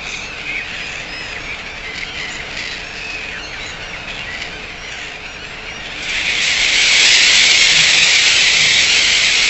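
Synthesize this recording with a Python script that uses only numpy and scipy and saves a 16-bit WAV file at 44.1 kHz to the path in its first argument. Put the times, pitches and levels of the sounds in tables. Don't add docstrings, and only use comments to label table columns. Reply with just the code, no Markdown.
import sys
import numpy as np
from scipy import signal
from scipy.fft import rfft, irfft, next_fast_len
from scipy.io import wavfile
from scipy.ndimage import uniform_filter1d

SR = 44100
rng = np.random.default_rng(int(sys.argv[2]) if len(sys.argv) > 2 else 0)


def digitize_waveform(pressure):
    field = np.atleast_2d(pressure).T
    bounded = np.clip(field, -1, 1)
    quanta = np.round(bounded * 32767).astype(np.int16)
    wavfile.write(sys.argv[1], SR, quanta)


N = 418509
T = np.arange(N) / SR
TOP_HZ = 7600
TAKE_OFF_S, ALL_UP_S = 6.153, 7.05


def syrinx(length_s, pitches_hz, rough, throat=np.ones_like, jitter=.08, shake=.79, edge_s=.014):
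    n = int(max(length_s, .02) * SR)
    u = np.linspace(0, 1, n)
    start, middle, end = pitches_hz
    hz = start * (1 - u) + end * u + (2 * middle - start - end) * 2 * u * (1 - u)
    wobble = wander(n, 900) + .5 * wander(n, 90)
    cycles = np.cumsum(hz * (1 + rough * jitter * wobble)) / SR
    harmonics_hz = middle * np.arange(1, int((TOP_HZ + 600) / middle) + 1)
    phasors = np.exp(2j * np.pi * rng.random(24)[:len(harmonics_hz)])
    period = irfft(np.r_[0, throat(harmonics_hz) * phasors], 2048)
    wave = period[(cycles * len(period)).astype(int) % len(period)]
    edges = np.minimum(1, np.minimum(u, 1 - u) * length_s / edge_s)
    effort = .35 + .65 * np.sin(np.pi * u ** .7)
    flutter = (1 + rough * shake * wander(n, 500)) * undb(2.35 * wander(n, 54.7))
    return unit(wave * edges * effort * flutter)


def cry(length_s, hz, rough, throat_hz, arch, glide):
    pitches_hz = hz * np.array([1 - arch - glide / 2, 1, 1 - arch + glide / 2])
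    return syrinx(length_s, pitches_hz, rough, lambda f: resonance(f, throat_hz, .34 * throat_hz) ** 3)


def flock(start_s, end_s, rough, spread_db, count):
    out = np.zeros(N)
    for k, (when, long, high, harsh, near) in enumerate(rng.random((count, 5))):
        pitches_hz = 620 * 2 ** (1.3 * high) * np.array([.9, 1.04, .78])
        scream = syrinx(.08 + .22 * long, pitches_hz, rough * (1.1 - high + harsh))
        add(out, start_s + (end_s - start_s) * (k + when) / count, undb(spread_db * near) * scream)
    return out


def alarm(first_db, top_db, fade_db_per_s):
    climb_db = np.interp(T, [TAKE_OFF_S, ALL_UP_S], [first_db, top_db])
    return undb(climb_db - fade_db_per_s * np.maximum(T - ALL_UP_S, 0))


# frequency in Hz, relative level in dB.
UPROAR_SPECTRUM = [(900, -28.5), (1400, -23.5), (1750, -12), (2020, -5), (2230, -1), (2550, -6), (2950, -9),
                   (3400, -4.5), (4100, -7.5), (4600, -8.5), (5050, -10), (5700, -12), (7300, -14),
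                   (8200, -6)]
def uproar(wash_db=-20, onset_s=.34):
    birds = flock(5.4, N / SR + .1, rough=.7, spread_db=13, count=480)
    voices = colour(lake(birds, wet_db=-15.5), UPROAR_SPECTRUM)
    treble = shape(voices, lambda f: 1 - 1 / (1 + (f / 3500) ** 10))
    brightness = alarm(first_db=-10, top_db=-1.2, fade_db_per_s=.65)
    screams = steady(voices - treble) + brightness * steady(treble)
    wash_hz_db = [(60, -28.5), (170, 5), (450, 13), (750, 11.5), (1300, 8), (3000, -25), (8000, -40.5)]
    wash = colour(rng.standard_normal(N), wash_hz_db) * undb(wash_db + 1.3 * wander(N, 21))
    onset = np.clip(1 + (T - TAKE_OFF_S) / onset_s, 0, 1) ** 2
    return onset * alarm(first_db=-20, top_db=-12.5, fade_db_per_s=1.26) * (screams + wash)


# start in seconds, length in seconds, pitch in Hz, glide as a fraction of pitch, level in dB.
WHISTLE_CALLS = [(.44, 0.24, 2523, 0.0086, -28.5), (.47, .1, 2170, 0.073, -28),
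                 (.78, 0.158, 2435, .03, -33.5), (1.47, 0.084, 2320, .1, -29.5),
                 (1.828, .15, 2055, -.08, -31.5), (2.04, 0.16, 3160, -.05, -36),
                 (2.157, .2, 1975, -.04, -35.5), (2.22, .14, 2950, -.07, -40),
                 (2.94, 0.46, 2520, -0.079, -32), (4.188, 0.06, 2780, 0, -31),
                 (4.258, 0.12, 1980, .04, -29.5), (6.09, 0.044, 2380, 0, -25.5),
                 (6.241, 0.11, 2470, .02, -29), (7.367, 0.075, 3500, 0.00092, -19),
                 (8.725, .087, 3790, .05, -21)]
def whistles(rough=.2):
    out = np.zeros(N)
    for start_s, length_s, hz, glide, db in WHISTLE_CALLS:
        add(out, start_s, undb(db) * cry(length_s, hz, rough, throat_hz=hz, arch=.025, glide=glide))
    return out


# start in seconds, length in seconds, pitch in Hz, level in dB.
YELP_CALLS = [(.535, 0.089, 2100, -26), (0.714, 0.11, 1720, -36.5), (1.346, .05, 1950, -28.5),
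              (2.017, 0.034, 2040, -26), (2.385, 0.037, 1950, -30.5), (3.32, 0.077, 1800, -31),
              (3.516, .06, 1920, -33), (3.922, 0.049, 2150, -29.5), (5.662, 0.068, 2270, -31.5)]
def yelps(rough=.63, throat_hz=2050):
    out = np.zeros(N)
    for start_s, length_s, hz, db in YELP_CALLS:
        add(out, start_s, undb(db) * cry(length_s, hz, rough, throat_hz, arch=.03, glide=-.35))
    return out


# frequency in Hz, relative level in dB.
RASP_SPECTRUM = [(900, -25), (1500, -11.5), (2000, 7), (2500, 5.5), (3000, 1.5), (4200, -11.5), (5600, -21),
                 (7200, -11), (8000, -28.5)]
# start in seconds, length in seconds, level in dB, bill resonance in Hz, bill re throat in dB.
RASP_CALLS = [(0, 0.28, -31, 4030, -5), (0.054, .21, -38.5, 6270, 9), (0.364, 0.25, -34.5, 3000, -14),
              (0.661, .25, -30.5, 3170, -11), (0.855, .2, -31, 6470, -15), (1.195, 0.22, -36.5, 6660, -15),
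              (1.509, .12, -34, 3260, -12), (1.935, 0.17, -30.5, 4500, -6), (2.129, 0.28, -29, 4600, -12),
              (2.498, 0.33, -28, 4580, -6.5), (2.92, 0.35, -34.5, 4800, -2), (3.2, .22, -35, 4300, -19),
              (3.579, .15, -33, 5270, -17), (4.072, 0.19, -31, 3280, -3), (4.295, 0.25, -31, 4730, -10.5),
              (4.869, 0.31, -33, 6550, -18), (5.797, 0.26, -33, 3260, -3)]
def rasps(pitch_hz=820, bill_width_hz=1400):
    out = np.zeros(N)
    for start_s, length_s, db, bill_hz, bill_db in RASP_CALLS:
        pitches_hz = pitch_hz * undb(rng.standard_normal()) * np.array([.98, 1.01, .96])
        voice = syrinx(length_s, pitches_hz, rough=.9)
        throat = colour(voice, RASP_SPECTRUM)
        bill = undb(bill_db) * band(voice, bill_hz, bill_width_hz)
        add(out, start_s, undb(db) * unit(throat + bill))
    return out


# start in seconds, length in seconds, pitch in Hz, level in dB, roughness from 0 to 1,
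# throat resonance in Hz.
SQUEAL_CALLS = [(0.078, 0.14, 1254, -42, 0.2, 6200), (0.202, .13, 2170, -40, .04, 5140),
                (0.762, .18, 2500, -41.5, .2, 4100), (1.07, .28, 2570, -33.5, 0.04, 3610),
                (1.39, 0.15, 1096, -45.5, .03, 6000), (2.29, 0.084, 1187, -37.5, 0.42, 6920),
                (2.68, 0.088, 2005, -35, .2, 4000), (2.83, .14, 1090, -44, 0.17, 5800),
                (3.414, .18, 2160, -38, 0.2, 5030), (3.595, .16, 1320, -36.5, .3, 3970),
                (3.649, 0.091, 1346, -39.5, 0.34, 6700), (3.81, 0.15, 2830, -40, .08, 3850),
                (4.617, .15, 1905, -60, .05, 7340), (4.77, 0.24, 2850, -41, 0.16, 4020),
                (5.255, 0.13, 1133, -45.5, 0, 5900), (5.438, .14, 1250, -52.5, 0.1, 7400),
                (5.691, 0.13, 2850, -39, .12, 3920), (7.045, 0.19, 2500, -24, 0.48, 4500)]
def squeals():
    out = np.zeros(N)
    for start_s, length_s, hz, db, rough, throat_hz in SQUEAL_CALLS:
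        add(out, start_s, undb(db) * cry(length_s, hz, rough, throat_hz, arch=.045, glide=-.025))
    return out


# start in seconds, decay time in seconds, level in dB.
WATER_SLAPS = [(6.022, 0.028, -26.5), (6.085, 0.026, -24), (6.415, 0.12, -19)]
def splashes(attack_s=.008):
    spray = band(rng.standard_normal(N), hz=5200, width_hz=5500)
    bursts = (undb(db) * np.clip((T - start_s) / attack_s, 0, 1) * np.exp(-np.abs(T - start_s) / decay_s)
              for start_s, decay_s, db in WATER_SLAPS)
    return spray * sum(bursts)


# peak time in seconds, level in dB.
DOWNSTROKES = [(7.76, -32.5), (7.83, -42), (8.02, -35), (8.6, -40), (8.72, -34)]
def wingbeats(sigma_s=.044):
    air = band(rng.standard_normal(N), hz=155, width_hz=45)
    return air * sum(undb(db) * np.exp(-.5 * ((T - peak_s) / sigma_s) ** 2) for peak_s, db in DOWNSTROKES)


# frequency in Hz, relative level in dB.
CHATTER_SPECTRUM = [(900, -29.5), (1300, -21), (1550, -9.5), (2000, -6.5), (2400, -2.5), (2750, -5.5),
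                    (3000, -10), (3800, -13.5), (5000, -19), (6000, -25), (7800, -29.5)]
def chatter(db=-29, fade_db_per_s=.36):
    voices = lake(flock(-.3, N / SR, rough=.58, spread_db=15, count=400), wet_db=-7)
    return steady(colour(voices, CHATTER_SPECTRUM)) * undb(db - fade_db_per_s * T)


def far_squeals(db=-51, spread_db=8, rough=.1, count=22):
    out = np.zeros(N)
    for k, (when, long, high, bend, throat, far) in enumerate(rng.random((count, 6))):
        hz, throat_hz = 1000 * 2 ** (1.2 * high), 4600 + 2000 * throat
        call = cry(.08 + .14 * long, hz, rough, throat_hz, arch=.045, glide=.16 * (bend - .6))
        add(out, TAKE_OFF_S * (k + when) / count, undb(db - spread_db * far) * call)
    return out


# frequency in Hz, relative level in dB.
RUMBLE_SPECTRUM = [(15, -9), (28, 4), (60, -3), (110, -6.5), (170, -4.5), (260, -9.5), (360, -13.5),
                   (500, -8), (720, -8.5), (1100, -12), (1500, -9), (3000, -21), (7000, -32.5)]
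# centre in Hz, width in Hz, level in dB.
HUM_BANDS = [(301.7, 14, -49.5), (434.7, 45, -46.5), (717.3, 74, -48)]
def rumble(db=-33):
    out = colour(rng.standard_normal(N), RUMBLE_SPECTRUM) * undb(db + 1.5 * wander(N, 2.06))
    for hz, width_hz, hum_db in HUM_BANDS:
        out += undb(hum_db) * band(rng.standard_normal(N), hz, width_hz)
    return out


def lake(x, wet_db, t60_s=.56, delay_s=.012):
    t = T[:SR]
    tail = rng.standard_normal(SR) * undb(-60 * t / t60_s) * (t > delay_s)
    return x + undb(wet_db) * signal.fftconvolve(x, tail / np.linalg.norm(tail))[:N]


def undb(db):
    return 10 ** (np.asarray(db) / 20)


def unit(x):
    return x / np.sqrt(np.mean(x ** 2) + 1e-18)


def steady(x, window_s=.15):
    return x / np.sqrt(uniform_filter1d(x ** 2, int(window_s * SR)) + 1e-9)


def shape(x, gain):
    size = next_fast_len(len(x) + 512)
    hz = np.fft.rfftfreq(size, 1 / SR) + 1e-6
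    return irfft(rfft(x, size) * gain(hz), size)[:len(x)]


def colour(x, points):
    hz, db = np.transpose(points)
    return unit(shape(x, lambda f: undb(np.interp(np.log(f), np.log(hz), db))))


def resonance(f, hz, width_hz):
    return 1 / np.sqrt(1 + ((f * f - hz * hz) / (f * width_hz)) ** 2)


def band(x, hz, width_hz):
    return unit(shape(x, lambda f: resonance(f, hz, width_hz) ** 2))


def wander(n, rate_hz):
    knots = rng.standard_normal(n // 16 + 2)
    return np.interp(np.arange(n) * rate_hz / SR, np.arange(len(knots)), knots)


def add(out, start_s, x):
    i = int(start_s * SR)
    a, b = max(i, 0), min(i + len(x), N)
    if b > a:
        out[a:b] += x[a - i:b - i]


def scene():
    single_birds = whistles() + yelps() + squeals() + far_squeals() + rasps() + splashes()
    mono = lake(single_birds, wet_db=-12.5) + chatter() + uproar() + wingbeats() + rumble()
    return np.array([mono, mono])


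def record(dry, ceiling=.88):
    rounded = dry / (1 + (dry / ceiling) ** 8) ** (1 / 8)
    return signal.sosfiltfilt(signal.cheby1(10, .1, TOP_HZ, fs=SR, output="sos"), rounded)


dry = scene()
out = record(dry)
digitize_waveform(out)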